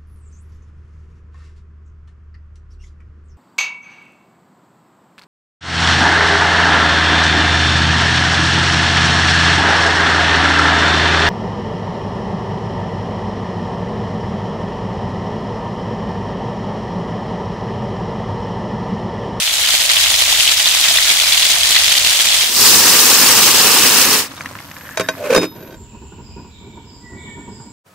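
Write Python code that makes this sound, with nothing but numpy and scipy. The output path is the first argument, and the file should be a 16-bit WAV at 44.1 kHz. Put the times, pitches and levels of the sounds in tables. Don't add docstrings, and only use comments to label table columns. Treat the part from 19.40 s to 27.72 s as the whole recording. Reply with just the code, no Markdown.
import sys
import numpy as np
from scipy import signal
from scipy.fft import rfft, irfft, next_fast_len
from scipy.io import wavfile
from scipy.ndimage import map_coordinates

SR = 44100
rng = np.random.default_rng(int(sys.argv[2]) if len(sys.argv) > 2 else 0)


def generate_wav(signal):
    frames = np.transpose(np.atleast_2d(signal))
    scaled = np.clip(frames, -1, 1) * 32767
    pcm = np.round(scaled).astype(np.int16)
    wavfile.write(sys.argv[1], SR, pcm)


N = 366912

TOP_HZ = 15700
LID_SHUT_S = 6.03
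# (frequency [Hz], level [dB])
GRIT_TONE = [(500, -19.5), (1080, 7), (1350, 2.5), (1900, -2), (2500, 6.5), (3100, -9.5), (4300, -9.5),
             (6500, -9), (8000, -14), (12000, -18), (15600, -27)]


def frying():
    # (time [s], level [dB])
    big_pops = [(0.0742, -6.5), (0.2349, -4), (0.4923, -4), (0.5676, -1), (0.637, -1), (1.076, 1.5),
                (1.2565, -0.5), (1.4385, 0.5), (1.5713, 2), (1.6928, -0.5), (1.923, 1), (2.0213, -1.5),
                (2.346, -3), (2.362, -0.5)]
    # (frequency [Hz], level [dB])
    oil_tone = [(150, -27.5), (280, -23.5), (450, -26), (560, -16), (660, -12), (850, -14), (1100, -14),
                (1500, -11.5), (1900, -6.5), (2500, -4), (3400, 0), (5000, -5.5), (7500, -6.5),
                (11000, -12), (15600, -16)]
    t = np.arange(N) / SR
    build_s, end_s, flurry_s, pop_hz = 0.72, 3.035, 0.028, 3397
    heat = amp(-15.5 - 3.5 * np.maximum(1 - t / build_s, 0)) * held(0, end_s, fall_s=0.54)
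    clumps = amp(1.2 * wobble(260) + 0.85 * wobble(45.1) + 0.39 * wobble(14))
    ticks = bubbles(0, 3.3, count=9000, life_s=0.00021, spread_db=4)
    wet = bubbles(0, 3.3, count=1500, life_s=0.0038, spread_db=3, high_hz=5203, samples=480)
    sizzle = colour(clumps * (ticks + amp(-6.5) * wet + noise()), oil_tone)
    soft_pops = scattered(0, end_s, count=20, db=-7.5, spread_db=3)
    all_pops = [(s, db, pop_hz * np.exp(rng.normal(0, 0.063))) for s, db in [*big_pops, *soft_pops]]
    pops = bursts(all_pops, ring_s=0.016, spray_db=-10, spray_s=0.018, spray_width_hz=4200)
    flurries = sum((t > s) * np.exp(-np.abs(t - s) / flurry_s) for s, _ in big_pops)
    small = bubbles(0, 3.3, count=1400, life_s=0.005, spread_db=2.5, low_hz=1793, high_hz=4730,
                    samples=480)
    spatter = amp(-2.8) * heat * flurries * unit(small) + amp(-2) * pops
    return heat * sizzle + filtered(spatter, lambda hz: 1 - 1 / (1 + (hz / 900) ** 4))


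def pouring():
    # (frequency [Hz], level [dB])
    boil_tone = [(41, -47), (70, -26.5), (102, 1.5), (171, -13.5), (253, -2), (308, -0.5), (436, 0),
                 (677, -8), (741, 0), (930, 1.5), (2240, 0.5), (2600, 4), (3380, -43), (5720, -120)]
    steam_tone = [(1500, -35), (2300, -13.5), (2750, -2), (3300, -2.5), (4300, -0.5), (5200, 0.5),
                  (6500, -2), (8000, -2), (10500, -6), (13000, -6), (15600, -5)]
    # (pitch [Hz], width [Hz], level [dB])
    pan_peaks = [(95, 30.3, -17), (211, 27, 3.5), (251, 24.3, 9), (444, 185, 7), (947, 90, 1),
                 (1140, 210, 6), (1620, 260, 3)]
    fine_peaks = [(5330, 1500, 0)]
    coarse_peaks = [(1170, 340, -4.5), (2820, 420, 1.5)]
    t = np.arange(N) / SR
    full_s, end_s, trickle_s = 3.226, 4.887, 0.14
    flow = np.clip((end_s - t) / trickle_s, 0, 1)
    boil_gain = amp(-21) * flow * held(full_s, end_s, rise_s=0.48)
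    steam_gain = amp(-9.5) * flow ** 1.25 * held(full_s, end_s, rise_s=0.6, sag_db_per_s=2.5)
    rolling = bubbles(3, 5, count=1600, life_s=0.0044, spread_db=1.5, high_hz=3190, samples=600)
    froth = bubbles(3, 5, count=4000, life_s=0.0057, spread_db=2, samples=400) + amp(3) * noise()
    boil = amp(-1.5) * colour(rolling + amp(6.5) * noise(), boil_tone)
    boil += amp(-1) * resonate(noise(), pan_peaks)
    flood = np.interp(t, [3.3, 4.1], [0, 1])
    fine = amp(-8.5) * (1 - flood) * resonate(noise(), fine_peaks)
    coarse = amp(-9.5) * flood * resonate(noise(), coarse_peaks)
    steam = (colour(froth, steam_tone) + fine + coarse) * amp(0.97 * wobble(60))
    return boil_gain * boil * amp(0.85 * wobble(35)) + steam_gain * steam


def simmering():
    # (frequency [Hz], level [dB])
    sauce_tone = [(53, -39), (90, 0), (237, -9), (270, -4), (434, -21), (493, -10.5), (727, -15),
                  (1030, -9.5), (1720, -14.5), (3430, -21.5), (12500, -28), (15500, -33)]
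    # (pitch [Hz], width [Hz], level [dB])
    gap_peaks = [(1710, 130, 0)]
    # (time [s], level [dB], pitch [Hz])
    droplets = [(4.9776, -21.5, 1490), (5.007, -14, 1700), (5.0579, -13.5, 1750), (5.1515, -18.5, 1410),
                (5.1871, -21.5, 2130), (5.3128, -20.5, 1740), (5.3655, -26, 1750), (5.4086, -22, 1730),
                (5.49, -24.5, 1660)]
    ticks = bubbles(4.8, 6.5, count=1100, life_s=0.00091, spread_db=2.6)
    plips = bubbles(4.8, 5.1, count=160, life_s=0.005, spread_db=4, low_hz=1106, high_hz=6500,
                    samples=700)
    open_pan = held(4.88, LID_SHUT_S, rise_s=0.1, fall_s=0.19, sag_db_per_s=3.5)
    leak = amp(-16.5) * held(LID_SHUT_S, 6.27, rise_s=0.1, fall_s=0.82)
    simmer = (open_pan + leak) * colour(ticks + amp(-3) * plips + amp(-1) * noise(), sauce_tone)
    lid_near = held(5.5, 5.68, rise_s=0.55, fall_s=0.45)
    hollow = lid_near * resonate(noise() * amp(3.2 * wobble(90)), gap_peaks)
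    spits = bursts(droplets, ring_s=0.012, spray_db=-4.5, spray_s=0.018, spray_width_hz=1800)
    return amp(-38) * simmer + amp(-37.5) * hollow + spits


def lid_knocks():
    # (time [s], strength [dB], plate ring offset [dB], hollow ring offset [dB])
    knocks = [(5.573, -4, 1, -13), (5.597, -4, -9, 0.5), (5.608, -6.5, -0.5, -7.5), (5.687, -6, 8, -2.5),
              (5.928, -9.5, -1, -8), (5.948, 3, -5, -7.5), (5.962, 0, -4.5, 3), (5.977, -3, -7.5, 7),
              (6.032, -12, 1.5, 3.5)]
    # (pitch [Hz], level [dB], time to fade 60 dB [s])
    plate_tones = [(635, 1.5, 0.1), (907, -9, 0.065), (1070, -10.5, 0.12), (1530, -2.5, 0.083),
                   (1630, -3.5, 0.05), (1870, -9.5, .06), (2030, -22, .2), (2340, -15.5, 0.064),
                   (2480, -15, 0.14), (2720, -15, .07), (3210, -9, 0.059), (3800, -3, .05),
                   (4683, -9.5, .06), (5335, -17, 0.068), (5850, -14, 0.086), (6400, -8, 0.052),
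                   (6880, -17, 0.093)]
    rim_tones = [(3700, 2, 0.33), (5050, 1.5, 0.3), (6740, -4.5, .16), (8200, -14.5, .18), (9360, -10, .14)]
    hollow_tones = [(109, -17.5, 0.48), (178.5, -11, .2), (270, -8, 0.26), (312.6, -11, 0.32),
                    (400, -3.5, 0.12), (451, -3, 0.064), (512, 2, 0.079)]
    out, t = np.zeros((2, N)), np.arange(SR // 2) / SR
    rattles = [(s, db, 16.5, 1) for s, db in scattered(6.15, 6.37, count=7, db=-43.5, spread_db=1)]
    for s, db, plate_db, hollow_db in [*knocks, *rattles]:
        crack = colour(noise(len(t)), GRIT_TONE) * amp(-9.5 - 60 * t / 0.045)
        plate = amp(plate_db - 14) * ringing(plate_tones, t)
        hollow = amp(hollow_db - 14) * ringing(hollow_tones, t)
        muted_rim = amp(-36.5) * ringing(rim_tones, t)
        add(out, s, amp(db) * (crack + plate + hollow + muted_rim))
    add(out, 5.962, amp(-18.5) * ringing(rim_tones, t))
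    return out


def lid_slide():
    # (time [s], length [s], groan level [dB], grit level [dB])
    shoves = [(5.779, 0.048, -28.5, -44.5), (5.845, 0.032, -20.5, -35), (5.906, 0.077, -12.5, -24.5),
              (6.02, 0.026, -21, -26.5), (6.152, .2, -39, -56)]
    # (time [s], pitch [Hz])
    air_pitch = [(5.81, 632), (5.911, 505.7), (5.99, 475.5), (6.04, 348)]
    # (pitch [Hz], width [Hz], level [dB])
    plate_peaks = [(266, 41, -1.5), (437, 49, 4), (506, 54, 5), (1466, 90, -5), (2060, 32, -13),
                   (2270, 84, -16)]
    groan_gain, grit_gain = sum(
        amp([[groan_db], [grit_db]]) * held(s, s + length, rise_s=0.063, fall_s=0.095)
        for s, length, groan_db, grit_db in shoves)
    air_hz = np.interp(np.arange(N) / SR, *np.transpose(air_pitch))
    phase = 2 * np.pi * np.cumsum(air_hz) / SR
    air = unit(wobble(110) * np.cos(phase) + wobble(110) * np.sin(phase))
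    groan = amp(-2.5) * air + amp(-4) * resonate(noise(), plate_peaks)
    grit = colour(noise() * amp(3.8 * wobble(300)), GRIT_TONE)
    return groan_gain * groan + grit_gain * grit


def covered_sauce():
    # (time [s], level [dB], trapped air offset [dB])
    big_blubs = [(6.546, -30, -9), (6.721, -27, -7), (6.801, -30, -11), (6.961, -21, -18), (7.044, -35, -3),
                 (7.268, -26, -22), (7.371, -26.5, -7), (7.719, -27, -19), (8.078, -21.5, -19),
                 (8.198, -26.5, -5.5)]
    # (frequency [Hz], level [dB])
    thud_tone = [(53, -33), (90, -1.5), (172, -2), (214, 1), (351, -8), (399, -3), (530, -21.5),
                 (603, -19.5), (800, -24.5), (1040, -58), (1760, -120)]
    # (pitch [Hz], width [Hz], level [dB])
    air_peaks = [(950, 56, 4), (1430, 31, -6)]
    pushes, t = np.zeros((2, N)), np.arange(SR // 5) / SR
    swell = (1 - np.exp(-t / 0.0028)) * amp(-60 * t / 0.15)
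    soft_blubs = [(s, db, rng.normal(-13, 3))
                  for s, db in scattered(LID_SHUT_S, N / SR, count=11, db=-30.5, spread_db=3)]
    for s, db, air_db in [*big_blubs, *soft_blubs]:
        add(pushes, s, amp([[db], [db + air_db]]) * swell)
    thud_push, air_push = pushes
    bubbling = amp(-40.5) * held(LID_SHUT_S, N / SR, rise_s=0.06)
    bubbling += amp(-44) * held(7.75, 7.98, rise_s=0.4)
    bubbling *= amp(2.3 * wobble(22))
    thud = (amp(-3.5) * bubbling + amp(-12) * thud_push) * colour(noise(), thud_tone)
    air = (amp(-12.5) * bubbling + amp(-7) * air_push) * resonate(noise(), air_peaks)
    return thud + filtered(air, lambda hz: 1 / (1 + (hz / 1900) ** 6))


def birds():
    # (time [s], starting pitch [Hz], level [dB])
    rasps = [(6.42, 2900, -57), (6.62, 2950, -56.5), (6.85, 2750, -57), (7.07, 3800, -54),
             (7.28, 3620, -57), (7.75, 3630, -51), (7.95, 3500, -62)]
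    # (time [s], length [s], starting pitch [Hz], level [dB])
    whistles = [(7.04, 0.37, 2340, -58), (7.6, .19, 1975, -48), (7.72, 0.151, 2276, -43.5),
                (7.86, 0.078, 1853, -49.5)]
    # (frequency [Hz], time to fade 60 dB [s])
    echo_times = [(500, 1.0), (2500, 1.15), (8000, .6)]
    song = np.zeros((2, N))
    for k in range(3):
        add(song, 6.8 + k * 0.635, bird_note(0.15, start_hz=5120, fall=0.0464, db=-51, rasp=0.26))
    for s, hz, db in rasps:
        add(song, s, bird_note(0.17, hz, fall=0.12, db=db, rasp=0.85))
    for s, length, hz, db in whistles:
        add(song, s, bird_note(length, hz, fall=0.025, db=db, rasp=0.15))
    hz, t, bands = signal.stft(rng.standard_normal((2, SR)), SR, nperseg=256)
    fade = amp(-60 * t / along(echo_times, hz)[:, None])
    _, tail = signal.istft(bands * fade, SR, nperseg=256)
    echo = signal.fftconvolve(song, tail / np.linalg.norm(tail[0]), axes=1)[:, :N]
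    return amp(-5) * song + amp(7.5) * echo


def bird_note(length_s, start_hz, fall, db, rasp):
    progress = np.linspace(0, 1, int(length_s * SR))
    waver = np.interp(progress * length_s * 260, np.arange(600), rng.standard_normal(600))
    hz = start_hz * (1 - fall * progress) * (1 + 0.106 * rasp * waver)
    return amp(db) * np.sin(np.pi * progress) * np.sin(2 * np.pi * np.cumsum(hz) / SR)


def insects():
    katydids = amp(-47) * held(5.45, 6.26, rise_s=2.8, fall_s=0.4) * wings(12230, width_hz=600)
    crickets = amp(-51.5) * held(6.39, 9.1, rise_s=0.28, sag_db_per_s=7) * wings(7320, width_hz=450)
    higher_crickets = amp(-49.5) * held(7.82, 8.32, rise_s=2) * wings(7420, width_hz=530)
    return katydids + crickets + higher_crickets


def wings(centre_hz, width_hz):
    band = unit(filtered(noise(), lambda hz: np.exp(-((hz - centre_hz) / width_hz) ** 2)))
    return band * amp(wobble(50))


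def garden_air():
    # (start [s], end [s], level [dB])
    draughts = [(0, 0.44, -47), (.55, 3.3, -45), (3.3, 6.3, -56), (6.36, 7.1, -42), (7.1, 8.32, -45.5)]
    # (frequency [Hz], level [dB])
    rumble_tone = [(12, -36), (20, -18), (70, 3.5), (91, 3), (113, -13), (130, -1.5), (170, -33),
                   (290, -120)]
    hush_tone = [(200, 1), (600, -8), (1300, -10), (2000, -11), (3000, -8.5), (4300, -10), (5800, -14),
                 (8000, -23.5), (9000, -43.5), (12000, -22.5), (15000, -27)]
    spells = [amp(db) * held(start, end, rise_s=0.4, fall_s=6) for start, end, db in draughts]
    rumble = np.max(spells, axis=0) * colour(noise(), rumble_tone) * amp(1.9 * wobble(9.3))
    return rumble + amp(-54.5) * colour(noise(), hush_tone)


def bubbles(start_s, end_s, count, life_s, spread_db, low_hz=100, high_hz=TOP_HZ, samples=160):
    when, pitch, strength, life, place = rng.random((count, 5)).T[..., None]
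    steps = np.arange(samples)
    fade_s = life_s * 10 ** (life - 1)
    hz = low_hz + (high_hz - low_hz) * pitch
    gain = amp(-spread_db * np.log(1 - 0.99 * strength)) / np.sqrt(fade_s)
    starts = ((start_s + (end_s - start_s) * when) * SR).astype(int)
    pair = []
    for side in (-1, 1):
        delay_s = 0.00021 * (0.5 + side * (place - 0.5))
        t = np.maximum(steps / SR - delay_s, 0)
        rings = gain * np.exp(-t / fade_s) * np.sin(2 * np.pi * hz * t)
        pair.append(np.bincount((starts + steps).ravel(), rings.ravel(), N)[:N])
    return np.array(pair) / np.std(pair) * np.sqrt((end_s - start_s) * SR / N)


def bursts(rows, ring_s, spray_db, spray_s, spray_width_hz):
    out, t = np.zeros((2, N)), np.arange(SR // 25) / SR
    for s, db, hz in rows:
        fade_s = ring_s * np.exp(rng.normal(0, 0.2))
        ring = np.sin(2 * np.pi * hz * t) * amp(-60 * t / fade_s)
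        band = [(hz, spray_width_hz, 0)]
        spray = resonate(resonate(noise(len(t)), band), band) * amp(spray_db - 60 * t / spray_s)
        add(out, s + 0.0008, amp(db) * (ring + spray) * (1 - np.exp(-2 * hz * t)))
    return out


def ringing(tones, t):
    out = np.zeros((2, len(t)))
    for hz, db, fade_s in tones:
        skew = np.arccos(likeness(hz)) / 2 * rng.choice([-1, 1]) * np.array([[1], [-1]])
        gain = amp(db + rng.normal(0, 1.4) - 60 * t / fade_s)
        out += gain * np.sin(2 * np.pi * hz * t + skew + 2 * np.pi * rng.random())
    return out * (1 - np.exp(-t / 0.0003))


def held(start_s, end_s, rise_s=1, fall_s=1, sag_db_per_s=0):
    t = np.arange(N) / SR
    outside = np.maximum(start_s - t, 0) / rise_s + np.maximum(t - end_s, 0) / fall_s
    return amp(-60 * outside - sag_db_per_s * np.maximum(t - start_s, 0))


def scattered(start_s, end_s, count, db, spread_db):
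    when, strength = rng.random((count, 2)).T
    times = start_s + (end_s - start_s) * (np.arange(count) + when) / count
    return np.column_stack([times, db + spread_db * (2 * strength - 1)])


def amp(db):
    return 10 ** (np.asarray(db) / 20)


def unit(x):
    return x / np.sqrt(np.mean(np.atleast_2d(x).mean(0) ** 2) + 1e-20)


def along(points, hz):
    frequencies, values = np.transpose(points)
    return np.interp(np.log(hz + 1), np.log(frequencies + 1), values)


def wobble(rate):
    return map_coordinates(rng.standard_normal(int(N * rate / SR) + 4), [np.arange(N) * rate / SR])


def filtered(x, response):
    size = x.shape[-1]
    padded = next_fast_len(size + 8192)
    return irfft(rfft(x, padded) * response(np.fft.rfftfreq(padded, 1 / SR)), padded)[..., :size]


def likeness(hz):
    # (frequency [Hz], likeness [1 = identical])
    match = [(60, 0.84), (200, 0.99), (1100, 0.86), (2400, 0.84), (6000, .05), (15000, 1)]
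    return np.clip(along(match, hz), -0.5, 1)


def noise(size=N):
    mid, side = filtered(rng.standard_normal((2, size)),
                         lambda hz: np.sqrt([(1 + likeness(hz)) / 2, (1 - likeness(hz)) / 2]))
    return np.array([mid + side, mid - side])


def colour(x, tone):
    return unit(filtered(x, lambda hz: amp(along(tone, hz)) / np.sqrt((1 + likeness(hz)) / 2)))


def resonate(x, peaks):
    return unit(filtered(x, lambda hz: sum(
        amp(db) * 1j * hz * width / (pitch ** 2 - hz ** 2 + 1j * hz * width)
        for pitch, width, db in peaks)))


def add(track, s, sound):
    part = track[:, max(round(s * SR), 0):][:, :sound.shape[-1]]
    part += sound[..., :part.shape[1]]


def scene():
    quiet = (covered_sauce() + birds() + insects() + garden_air()) * amp([[-0.75], [0.75]])
    pan = frying() + pouring() + simmering()
    lid = (lid_knocks() + lid_slide()) * amp([[-0.35], [0.35]])
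    return pan + lid + quiet


def record(dry):
    return filtered(np.clip(dry, -1, 1), lambda hz: hz < TOP_HZ)


dry = scene()
out = record(dry)
generate_wav(out)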